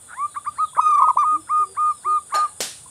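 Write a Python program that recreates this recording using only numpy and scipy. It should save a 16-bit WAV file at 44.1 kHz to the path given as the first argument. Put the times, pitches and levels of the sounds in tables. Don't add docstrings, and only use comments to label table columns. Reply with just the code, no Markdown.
import sys
import numpy as np
from scipy import signal
from scipy.fft import rfft, irfft, next_fast_len
from scipy.io import wavfile
from scipy.ndimage import uniform_filter1d, minimum_filter1d, map_coordinates

SR = 44100
rng = np.random.default_rng(int(sys.argv[2]) if len(sys.argv) > 2 else 0)


def transcribe(u):
    v = np.clip(np.atleast_2d(u).T, -1, 1)
    q = np.round(v * 32767).astype(np.int16)
    wavfile.write(sys.argv[1], SR, q)


N = 127890
T = np.arange(N) / SR


def amp(db):
    return 10 ** (np.asarray(db) / 20)


def unit(x):
    return x / np.sqrt(np.mean(x ** 2) + 1e-20)


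def along(points, hz):
    f, v = np.transpose(points)
    return np.interp(np.log(hz + 1), np.log(f + 1), v)


def filtered(x, response):
    m = next_fast_len(N + SR // 2)
    return irfft(rfft(x, m) * response(np.fft.rfftfreq(m, 1 / SR)), m)[:N]


def noise(response):
    return unit(filtered(rng.standard_normal(N), response))


def shaped_noise(points):
    return noise(lambda hz: amp(along(points, hz)))


def band_noise(centre_hz, width_hz):
    return noise(lambda hz: 1 / (1 + ((hz - centre_hz) / width_hz) ** 2))


def wobble(rate):
    return map_coordinates(rng.standard_normal(int(N * rate / SR) + 4), [T * rate])


def ramp(t, length):
    return np.sin(np.pi / 2 * np.clip(t / length, 0, 1)) ** 2


def phase(pitch, on):
    return 2 * np.pi * np.cumsum(pitch * on) / SR


def note(rows):
    s, *cols = np.transpose(rows)
    curves = [uniform_filter1d(np.interp(T, s, c), size=SR // 250) for c in cols]
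    return curves + [(T > s[0]) & (T < s[-1])]


# (frequency [Hz], relative level [dB per Hz])
CICADA_COLOUR = [(2940, -47), (5000, -23.5), (5470, -27.5), (6280, -28), (6880, -8), (7460, -11),
                 (8010, -4), (9330, 2.5), (11900, -26), (14500, -30.5), (15600, -43.5)]
# (time [s], level [dB])
CICADA_LEVEL = [(0.0, -49), (0.01, -44), (0.08, -46.5), (2.23, -45), (2.3, -44)]


def cicadas():
    s, db = np.transpose(CICADA_LEVEL)
    flicker_db = 0.66 * wobble(8) + 0.8 * wobble(200)
    return shaped_noise(CICADA_COLOUR) * amp(np.interp(T, s, db) + flicker_db)


# (frequency [Hz], width [Hz], level [dB])
INSECT_TONES = [(3500, 130, -66), (14000, 15, -71)]


def insect_tones():
    return sum(amp(db) * band_noise(hz, width) for hz, width, db in INSECT_TONES)


# (frequency [Hz], relative level [dB per Hz])
AIR_COLOUR = [(150, -31.5), (230, -1.5), (500, 1.5), (750, 1.5), (1200, -0.5), (1600, -4.5), (2000, -9.5),
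              (3200, -8), (4200, -9), (5000, -13.5), (6200, -13.5), (8000, -42.5)]
AIR_DB = -58


def air():
    return shaped_noise(AIR_COLOUR) * amp(AIR_DB + 0.86 * wobble(15))


# (frequency [Hz], relative level [dB per Hz])
RUMBLE_COLOUR = [(15, -63.5), (25, -33.5), (52, -6.5), (80, 0.5), (123, -2.5), (231, -15), (280, -12.5),
                 (360, -44), (620, -120)]
RUMBLE_DB = -56.5


def rumble():
    return shaped_noise(RUMBLE_COLOUR) * amp(RUMBLE_DB + 2.0 * wobble(4))


# (start [s], length [s], first pitch [Hz], last pitch [Hz], bend exponent, peak level [dB])
WHISTLES = [(0.016, .17, 4180, 3300, 1.66, -64), (0.272, 0.14, 4215, 3300, 1.04, -59),
            (0.297, 0.076, 4560, 3900, 1.64, -66), (0.463, 0.037, 4860, 4600, 1.7, -59),
            (.56, .15, 4350, 3200, 1.23, -55), (0.551, .15, 4750, 2900, 2.7, -65),
            (1.035, 0.14, 4350, 3500, 1.5, -66.5), (1.399, 0.096, 5260, 5050, 0.98, -60),
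            (1.541, .23, 4970, 4350, 3.4, -62), (1.794, 0.054, 5200, 4950, 2, -65),
            (1.859, 0.16, 4450, 3500, 1.1, -62), (1.9, .15, 5220, 3000, 4.5, -60),
            (2.077, 0.053, 4610, 4720, 1.15, -64), (2.085, 0.11, 4280, 3350, 2, -57),
            (2.182, 0.19, 4830, 3000, 3.84, -72), (2.556, 0.061, 5060, 5000, 1.5, -62.5)]
WHISTLE_EDGE_S, WHISTLE_ROUGH_DB, WHISTLE_WAVER_HZ = 0.0088, 3, 25.5


def whistles():
    out = np.zeros(N)
    flutter = amp(WHISTLE_ROUGH_DB * wobble(60))
    for s, length, first_hz, last_hz, bend, db in WHISTLES:
        t = T - s
        glide = np.clip(t / length, 0, 1) ** bend
        hz = first_hz + (last_hz - first_hz) * glide + WHISTLE_WAVER_HZ * wobble(40)
        shape = ramp(t, WHISTLE_EDGE_S) * ramp(length - t, WHISTLE_EDGE_S)
        out += amp(db) * flutter * shape * np.sin(phase(hz, t > 0))
    return out


# (frequency [Hz], time to fall 60 dB [s])
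PORCH_T60 = [(200, 0.24), (1000, 0.32), (4000, 0.44), (10000, .4), (15000, 0.21)]
PORCH_DELAY_S = 0.012


def die_away(x, start_s, boundary):
    hz, frames, z = signal.stft(x, SR, nperseg=256, boundary=boundary)
    elapsed = np.clip(frames - start_s, 0, None)
    fade = amp(-60 * elapsed / along(PORCH_T60, hz)[:, None])
    return signal.istft(z * fade, SR, nperseg=256)[1]


def porch(x):
    tail = die_away(rng.standard_normal(SR // 2), 0, boundary=None)
    late = np.pad(x, (int(PORCH_DELAY_S * SR), 0))
    return signal.fftconvolve(late, tail / np.linalg.norm(tail))[:N]


# (start [s], scoop bend exponent, final sag [Hz], length [s],
# top pitch [Hz], rise [s], level [dB], breath length [s], breath level [dB])
COOS = [(0.127, 2.86, 3.3, .15, 1196, 0.16, -19, 0.0622, -38.5),
        (0.348, 2.3, 17, 0.049, 1195, 0.035, -20, 0.0084, -39),
        (0.45, 2.44, 27, 0.055, 1216, 0.041, -18.5, 0.007, -41),
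        (.566, 2.22, 99, 0.097, 1265, 0.051, -18.5, 0.024, -51.5),
        (0.755, 2.14, 54, 0.11, 1254, 0.04, -17.5, 0.012, -38.5),
        (.975, 2.3, 120, 0.147, 1251, .05, -18.5, 0.014, -46.5),
        (1.222, 2.3, 140, .16, 1236, 0.038, -19, .02, -45),
        (1.479, 2.7, 130, 0.18, 1229, 0.05, -19, 0.016, -46.5),
        (1.755, 2.74, 120, .18, 1225, 0.048, -19.5, 0.012, -46.5),
        (2.032, 2.62, 110, 0.17, 1226, 0.055, -19.5, .02, -56),
        (2.307, 2.45, 110, .17, 1222, 0.047, -19.5, .02, -46)]
# (frequency [Hz], gain [dB])
THROAT = [(600, -33), (900, -32), (1050, -9), (1150, -2.5), (1230, 2), (1400, -1.5), (1800, -14),
          (2200, -11.5), (2500, -25), (3000, -46), (3700, -27.5)]
START_HZ, SAG_S, SCOOP_ROUGH = 646.3, 0.043, 0.63
ATTACK_S, RELEASE_S, SWELL_DB, SWELL_S = 0.014, 0.027, -1.5, 0.01
HARMONICS = [(1, 0.0038), (2, -14), (3, -21.5)]  # (multiple, gain before the throat [dB])
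BREATH_HZ, BREATH_WIDTH_HZ = 1400, 180


def even_dove():
    out = np.zeros(N)
    breath = band_noise(BREATH_HZ, BREATH_WIDTH_HZ)
    for s, bend, sag_hz, length, top_hz, rise, db, puff_s, puff_db in COOS:
        t = T - s
        scoop = np.clip(1 - t / rise, 0, 1) ** bend
        sag = np.clip(1 - (length - t) / SAG_S, 0, 1) ** 2
        hz = top_hz - (top_hz - START_HZ) * scoop - sag_hz * sag
        swell_db = SWELL_DB * np.exp(-np.clip(t - rise, 0, 1) / SWELL_S)
        shape = ramp(t, ATTACK_S) * ramp(length - t, RELEASE_S) * amp(db + swell_db)
        shape = shape * (1 + SCOOP_ROUGH * scoop * wobble(500))
        p = phase(hz, t > 0)
        voice = sum(amp(g + along(THROAT, k * hz)) * np.sin(k * p) for k, g in HARMONICS)
        out += np.sqrt(2) * shape * voice
        out += amp(puff_db) * ramp(t + puff_s, puff_s) * ramp(.02 - t, 0.005) * breath
    return out


# (delay [s], level relative to the direct sound [dB])
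WALLS = [(0.035, -25), (0.063, -37)]


def walls(x):
    return sum(amp(db) * np.pad(x, (int(s * SR), 0))[:N] for s, db in WALLS)


# (middle [s], pitch [Hz], peak level [dB], length [s])
PEEPS = [(0.736, 1020, -39, 0.013), (2.864, 1016, -41.5, 0.014), (3.2, 560, -51, .12),
         (1.7, 480, -49, 0.043), (0.77, 900, -51, 0.021), (1.62, 450, -52.5, 0.053), (3, 900, -52.5, 0.15)]


def peeps():
    out = np.zeros(N)
    for middle, hz, db, length in PEEPS:
        shape = ramp(length / 2 - abs(T - middle), length / 2)
        out += amp(db) * shape * np.sin(2 * np.pi * hz * T)
    return out


# (time [s], pitch [Hz], level of the fundamental [dB])
ROLL = [
    [(.7666, 521, -36), (.78, 747.3, -39.5), (.79, 956.7, -17), (.797, 1027, -4.5), (.804, 1159, -43),
     (.813, 1263, -14.5), (.835, 1249, -21.5), (.85, 1254, -23), (.868, 1232, -11), (.884, 1249, -17),
     (.898, 1197, -15), (.912, 1241, -17), (.928, 1158, -14), (.946, 1200, -16), (.958, 1190, -11),
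     (.966, 1095, -24), (.972, 1104, -16.5), (.985, 1188, -14), (.995, 1128, -13), (1.005, 992, -15.5),
     (1.012, 938, -35)],
    [(1.01, 541, -40.5), (1.016, 795, -36.5), (1.022, 1050, -4), (1.031, 1138, -19), (1.038, 1064, -15.5),
     (1.045, 982, -12), (1.052, 965, -24), (1.058, 930, -47)],
    [(1.072, 519, -38), (1.079, 770, -34), (1.086, 1058, -9.5), (1.095, 1117, -20.5), (1.101, 1070, -17),
     (1.107, 995, -10.5), (1.113, 960, -19.5), (1.119, 970, -55.5)],
    [(1.158, 523, -40.5), (1.167, 811, -32.5), (1.174, 1039, -4.5), (1.18, 1125, -26), (1.187, 1197, -13),
     (1.2, 1200, -15.5), (1.22, 1187, -17), (1.232, 1130, -15.5), (1.243, 988, -19), (1.252, 942, -33.5),
     (1.26, 930, -59.5)],
]
OVERTONES_DB = [-30.5, -32, -37.5, -32, -44.5, -44, -42.5]
FULL_HZ, BRIGHTEN_DB_PER_HZ, DIP_DULLS_DB_PER_HZ = 1200, 0.0352, 0.27


def rolling_dove():
    out = np.zeros(N)
    for rows in ROLL:
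        hz, db, on = note(rows)
        p = phase(hz, on)
        bright_db = BRIGHTEN_DB_PER_HZ * (hz - FULL_HZ)
        dip_db = DIP_DULLS_DB_PER_HZ * (hz + minimum_filter1d(-hz, size=SR // 30))
        tones = np.sin(p) * amp(db)
        for k, gain_db in enumerate(OVERTONES_DB, start=2):
            level_db = db if k == 2 else np.minimum(db, -17) + dip_db
            tones += amp(gain_db + bright_db + level_db) * np.sin(k * p)
        out += np.sqrt(2) * on * tones
    return out


# (time [s], pitch [Hz], level [dB], octave level [dB])
HOOTS = [
    [(0.87, 350, -51, -66), (0.882, 344.7, -69.5, -45), (0.886, 364, -45, -91.5),
     (0.898, 427, -50.5, -73.5), (0.95, 393.8, -75, -58.5)],
    [(1.3, 269, -64.5, -77), (1.328, 288.7, -47.5, -55.5), (1.37, 317.7, -42.5, -66.5),
     (1.426, 339.5, -59, -82), (1.45, 349, -67, -91)],
    [(1.6, 409, -45, -55), (1.636, 367, -54, -58.5), (1.728, 393, -51.5, -74), (1.74, 363, -72.5, -84),
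     (1.76, 365, -62.5, -56.5)],
    [(2.04, 371, -55.5, -57), (2.05, 372, -84, -74), (2.062, 369.6, -42.5, -62), (2.122, 376, -48, -70.5),
     (2.22, 384, -75.5, -68.5)],
]


def pigeon():
    out = np.zeros(N)
    for rows in HOOTS:
        hz, db, octave_db, on = note(rows)
        p = phase(hz, on)
        out += np.sqrt(2) * on * (amp(db) * np.sin(p) + amp(octave_db) * np.sin(2 * p))
    return out


# (time [s], overall gain [dB], extra gain of modes above 3 kHz [dB])
CLANKS = [(2.34, -28.5, -21), (2.3471, -30.5, 3.5)]
# (frequency [Hz], relative level [dB], time to fall 60 dB [s])
POT_MODES = [(350, -18.5, 0.17), (627.5, -5, .18), (708, -7.5, 0.37), (778, 1, 0.22), (853, -7.5, 0.44),
             (1547, -2.5, 0.25), (1664, -10.5, 0.43), (2857, -17, 0.37), (3950, -9, 0.28), (4280, -1, 0.27),
             (5350, -14, 0.26), (5440, -15, .3), (7018, -1.5, 0.2), (8650, -3, 0.17), (9500, -11, 0.14),
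             (11040, -12, 0.11), (11500, -18, 0.11), (12100, -24, .08), (13800, -30, .06)]
# (frequency [Hz], relative level [dB per Hz])
RATTLE_COLOUR = [(200, -22), (400, -4), (900, 8.5), (3000, -8), (8000, -13), (12000, -25), (16000, -46)]
POT_BLUR_HZ, RATTLE_T60_S, POT_ATTACK_S = 69.5, 0.32, 0.0012


def pot():
    out = np.zeros(N)
    for s, db, bright_db in CLANKS:
        t = np.clip(T - s, 0, None)
        ring = amp(-60 * t / RATTLE_T60_S) * shaped_noise(RATTLE_COLOUR)
        for hz, gain_db, t60 in POT_MODES:
            p = 2 * np.pi * hz * t
            blurred = wobble(POT_BLUR_HZ) * np.sin(p) + wobble(POT_BLUR_HZ) * np.cos(p)
            ring += amp(gain_db + bright_db * (hz > 3000) - 60 * t / t60) * blurred
        out += amp(db) * ramp(t, POT_ATTACK_S) * ring
    return out


# (frequency [Hz], relative level [dB per Hz])
SLAP_COLOUR = [(59, -41), (100, -9), (843, -6.5), (1160, -10), (1850, -6), (2060, -8.5), (3590, -5),
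               (9170, -5), (15000, -21.5), (16300, -40.5)]
SLAP_S, SLAP_DB, SLAP_T60_S, SLAP_TAIL_DB = 2.6045, -23.5, 0.06, -22
THUD_DB, THUD_HZ, THUD_T60_S = -19.5, 485, 0.028


def slap():
    t = np.clip(T - SLAP_S, 0, None)
    answer = die_away(shaped_noise(SLAP_COLOUR), SLAP_S, boundary="zeros")[:N]
    crack = amp(SLAP_DB - 60 * t / SLAP_T60_S) * shaped_noise(SLAP_COLOUR)
    thud = amp(THUD_DB - 60 * t / THUD_T60_S) * np.sin(2 * np.pi * THUD_HZ * t)
    return (T > SLAP_S) * (crack + thud + amp(SLAP_TAIL_DB) * ramp(t, 0.001) * answer)


NEAR_WET_DB, FAR_WET_DB, FAR_DRY_DB = -34.5, -4, 1


def scene():
    background = cicadas() + insect_tones() + air() + rumble()
    near = even_dove() + rolling_dove()
    far = whistles() + peeps() + pigeon()
    direct = near + walls(near) + amp(FAR_DRY_DB) * far
    diffuse = porch(amp(NEAR_WET_DB) * near + amp(FAR_WET_DB) * far)
    return (background + direct + diffuse + pot() + slap())[None]


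BASS_HZ, TOP_HZ = 55, 16450


def record(dry):
    return filtered(dry[0], lambda hz: (hz < TOP_HZ) / (1 + (BASS_HZ / (hz + 1)) ** 2))[None]


dry = scene()
out = record(dry)
transcribe(out)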